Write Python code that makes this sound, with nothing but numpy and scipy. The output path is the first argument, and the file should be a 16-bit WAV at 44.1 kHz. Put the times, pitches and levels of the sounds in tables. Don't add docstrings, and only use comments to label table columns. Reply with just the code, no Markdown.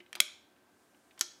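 import sys
import numpy as np
from scipy import signal
from scipy.fft import rfft, irfft, next_fast_len
from scipy.io import wavfile

SR = 44100
rng = np.random.default_rng(int(sys.argv[2]) if len(sys.argv) > 2 else 0)


def wav_out(sig):
    wavfile.write(sys.argv[1], SR, np.round(np.clip(np.atleast_2d(sig).T, -1, 1) * 32767).astype(np.int16))


N = 61739

# f/Hz, level/dB
AIR_SPECTRUM = [(25, -25), (45, -32), (80, -6.5), (150, -9), (220, -0.5), (330, -0.5), (480, -5.5),
                (700, -4), (1100, -8), (1650, -10), (2100, -14), (5000, -20.5), (9000, -23), (15500, -26),
                (16300, -47.5)]
# f/Hz, level/dB
HUM_TONES = [(296, -81), (366, -80), (1561, -80.5), (1733, -90.5)]
# f/Hz, t60/s
ROOM_DECAY = [(200, .35), (1000, 0.38), (3500, 0.49), (6500, 0.41), (10000, 0.33), (15000, 0.14)]
# f/Hz, level/dB
ROOM_SPECTRUM = [(200, 9), (1000, -1), (2300, -3.5), (4000, -2), (6500, -3.5), (8000, -9), (12000, -6),
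                 (16000, -8.5)]
# t/s, level/dB, f/Hz, knock/dB
FINGER_TAPS = [(.002, -44.5, 2407, 25), (0.0621, -54.5, 2460, 2), (0.1668, -42.5, 1040, 12),
               (.5624, -65.5, 2400, 0), (0.9455, -58.5, 2145, 1), (1.1085, -55.5, 2700, 6),
               (1.178, -54, 2800, 4.5)]
# t/s, level/dB
SLIDE_ENVELOPE = [(.6, -96.5), (.8, -77), (.95, -78.5), (1.12, -76.5), (1.2, -78.5)]
# f/Hz, level/dB
SLIDE_SPECTRUM = [(2000, -20.5), (6000, -6), (9000, -4), (10500, -11.5), (15000, -18)]
# f/Hz, level/dB, t60/s
TABLE_MODES = [(165, -6.5, 0.041), (212, -3.5, 0.12), (292, -6, .07), (570, -3, .12), (674, 0, 0.072)]
BODY_MODES = [(208, -49.5, 0.19), (356.4, -34, 0.2), (611, -45.5, 0.27)]
LEVER_MODES = [(1360, -11.5, 0.015), (1960, -24, 0.017), (2530, -30.5, 0.023), (3210, -8, .014),
               (4100, -14, 0.0087), (4555, -7.5, 0.019), (5605, -12.5, 0.023), (5950, -7, 0.011),
               (6620, -1.5, 0.0092), (7290, -2.5, 0.008), (7950, -3, 0.01), (8860, -5.5, 0.0075),
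               (11130, -6.5, 0.0073), (13040, -9, .005), (1070, -15, 0.031)]
CATCH_MODES = [(1504, -10.5, .011), (2186, -4, .012), (2428, -6.5, .011), (3278, -2, .01),
               (3980, -2.5, 0.0065), (4700, -6, .009), (5290, -11.5, .008), (6670, -7, 0.0078),
               (7250, -16.5, .008), (7570, -20, 0.013), (9514, -10.5, .007), (10070, -16, .007),
               (11450, -16, .007), (11940, -12.5, 0.0079)]
# f/Hz, level/dB
LEVER_CRACK = [(200, -40), (700, -7), (1200, -3.5), (3000, -1.5), (6000, 0.5), (9000, -12), (12500, -10),
               (16000, -32.5)]
CATCH_CRACK = [(200, -23), (700, -16.5), (1050, -16.5), (1300, -2), (4000, -2.5), (9000, -4), (12000, -8),
               (13500, -13), (15400, -12), (16200, -22.5)]
# t/s, level/dB, tilt/(dB/octave), crack/dB, knock/dB, room/dB
LEVER_HITS = [(1.1768, -59, -7.5, 5.5, 18, 4.5), (1.1927, -48.5, 5.5, 8, -15, -3.5),
              (1.2100, -17.5, 2, -3.5, 0, -8.5)]
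CATCH_HITS = [(.1289, -37.5, -4, 5, 5.5, -7.5), (.1529, -31.5, -3.5, 0.5, 11.5, -6),
              (.1573, -38.5, 2.5, -1.5, -2, -15), (.1607, -43.5, -3, -1, 0.5, -12),
              (.2023, -7, 1, -7, -5.5, -13.5), (.2038, -12, 2, -1.5, -5.5, -9.5)]


def amp(db):
    return 10 ** (np.asarray(db) / 20)


def along(points, hz):
    points_hz, values = np.transpose(points)
    return np.interp(np.log(hz + 1), np.log(points_hz + 1), values)


def filtered(x, gain):
    size = next_fast_len(len(x) + 8192)
    return irfft(rfft(x, size) * gain(np.fft.rfftfreq(size, 1 / SR)), size)[:len(x)]


def noise(shape_db, size):
    x = filtered(rng.standard_normal(size), lambda hz: amp(shape_db(hz)))
    return x / x.std()


def fade(t, t60_s):
    return np.exp(-np.log(1000) * t / t60_s)


def rise(t, tau_s, power=1):
    return 1 - np.exp(-(t / tau_s) ** power)


def ring(modes, t):
    return sum((-1) ** k * amp(db) * fade(t, t60_s) * np.sin(2 * np.pi * hz * t)
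               for k, (hz, db, t60_s) in enumerate(modes))


def add(track, start_s, x):
    i = max(0, round(start_s * SR))
    track[i:i + len(x)] += x[:len(track) - i]


def in_room(x, room_db, scatter_db=-1):
    t = np.arange(len(x)) / SR
    bands_hz, frames_s, spectra = signal.stft(rng.standard_normal(len(x)), SR, nperseg=256)
    decay = fade(frames_s, along(ROOM_DECAY, bands_hz)[:, None])
    colour = amp(along(ROOM_SPECTRUM, bands_hz))[:, None]
    tail = signal.istft(spectra * decay * colour, SR)[1][:len(x)] * rise(t, tau_s=.004, power=2)
    scatter = noise(lambda hz: along(ROOM_SPECTRUM, hz), len(x))
    scatter *= fade(t, t60_s=.06) * rise(t, tau_s=.0055, power=2)
    response = tail / np.linalg.norm(tail) + amp(scatter_db) * scatter / np.linalg.norm(scatter)
    return x + amp(room_db) * .5 * signal.fftconvolve(x, response)[:len(x)]


def room_tone(air_db=-68):
    t = np.arange(N) / SR
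    hum = sum(np.sqrt(2) * amp(db) * np.sin(2 * np.pi * (hz * t + rng.random())) for hz, db in HUM_TONES)
    return hum + amp(air_db) * noise(lambda hz: along(AIR_SPECTRUM, hz), N)


def finger_slide():
    level_db = np.interp(np.arange(N) / SR, *np.transpose(SLIDE_ENVELOPE))
    return amp(level_db) * noise(lambda hz: along(SLIDE_SPECTRUM, hz), N)


def finger_taps(half_width_oct=.51):
    out, t = np.zeros(N), np.arange(SR // 2) / SR
    onset = rise(t, tau_s=.001)
    knock = ring(BODY_MODES, t) * onset
    for start_s, db, centre_hz, knock_db in FINGER_TAPS:
        band_db = lambda hz: -10 * np.log10(1 + (np.log2((hz + 1) / centre_hz) / half_width_oct) ** 6)
        tick = noise(band_db, len(t)) * fade(t, t60_s=.03) * onset
        add(out, start_s, amp(db) * (in_room(tick, room_db=-7) + amp(knock_db) * knock))
    return out


def table_thud(start_s=.203, level_db=-47.5):
    out, t = np.zeros(N), np.arange(SR // 2) / SR
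    add(out, start_s, amp(level_db) * ring(TABLE_MODES, t) * rise(t, tau_s=.002))
    return out


def metal_clicks(hits, modes, crack_spectrum, rise_s, crack_t60_s, cutoff_hz=352):
    out, t = np.zeros(N), np.arange(SR // 2) / SR
    onset = rise(t, rise_s)
    knock = ring(BODY_MODES, t) * onset
    bass_cut = signal.butter(1, cutoff_hz, "highpass", fs=SR)
    for start_s, db, tilt_db_per_oct, crack_db, knock_db, room_db in hits:
        tilt_db = lambda hz: tilt_db_per_oct * np.log2((hz + 200) / 4000)
        metal = ring([(hz, mode_db + tilt_db(hz), t60_s) for hz, mode_db, t60_s in modes], t)
        crack = noise(lambda hz: along(crack_spectrum, hz) + tilt_db(hz), len(t)) * fade(t, crack_t60_s)
        click = signal.lfilter(*bass_cut, (metal + amp(crack_db) * crack) * onset)
        add(out, start_s, amp(db) * (in_room(click, room_db) + amp(knock_db) * knock))
    return out


def scene():
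    catch = metal_clicks(CATCH_HITS, CATCH_MODES, CATCH_CRACK, rise_s=.0003, crack_t60_s=.012)
    lever = metal_clicks(LEVER_HITS, LEVER_MODES, LEVER_CRACK, rise_s=.00031, crack_t60_s=.026)
    return (catch + lever + table_thud() + finger_taps() + finger_slide() + room_tone())[None]


def record(dry):
    cutoff_hz = 16300
    return filtered(dry[0], lambda hz: 1 / np.sqrt(1 + (hz / cutoff_hz) ** 200))[None]


dry = scene()
out = record(dry)
wav_out(out)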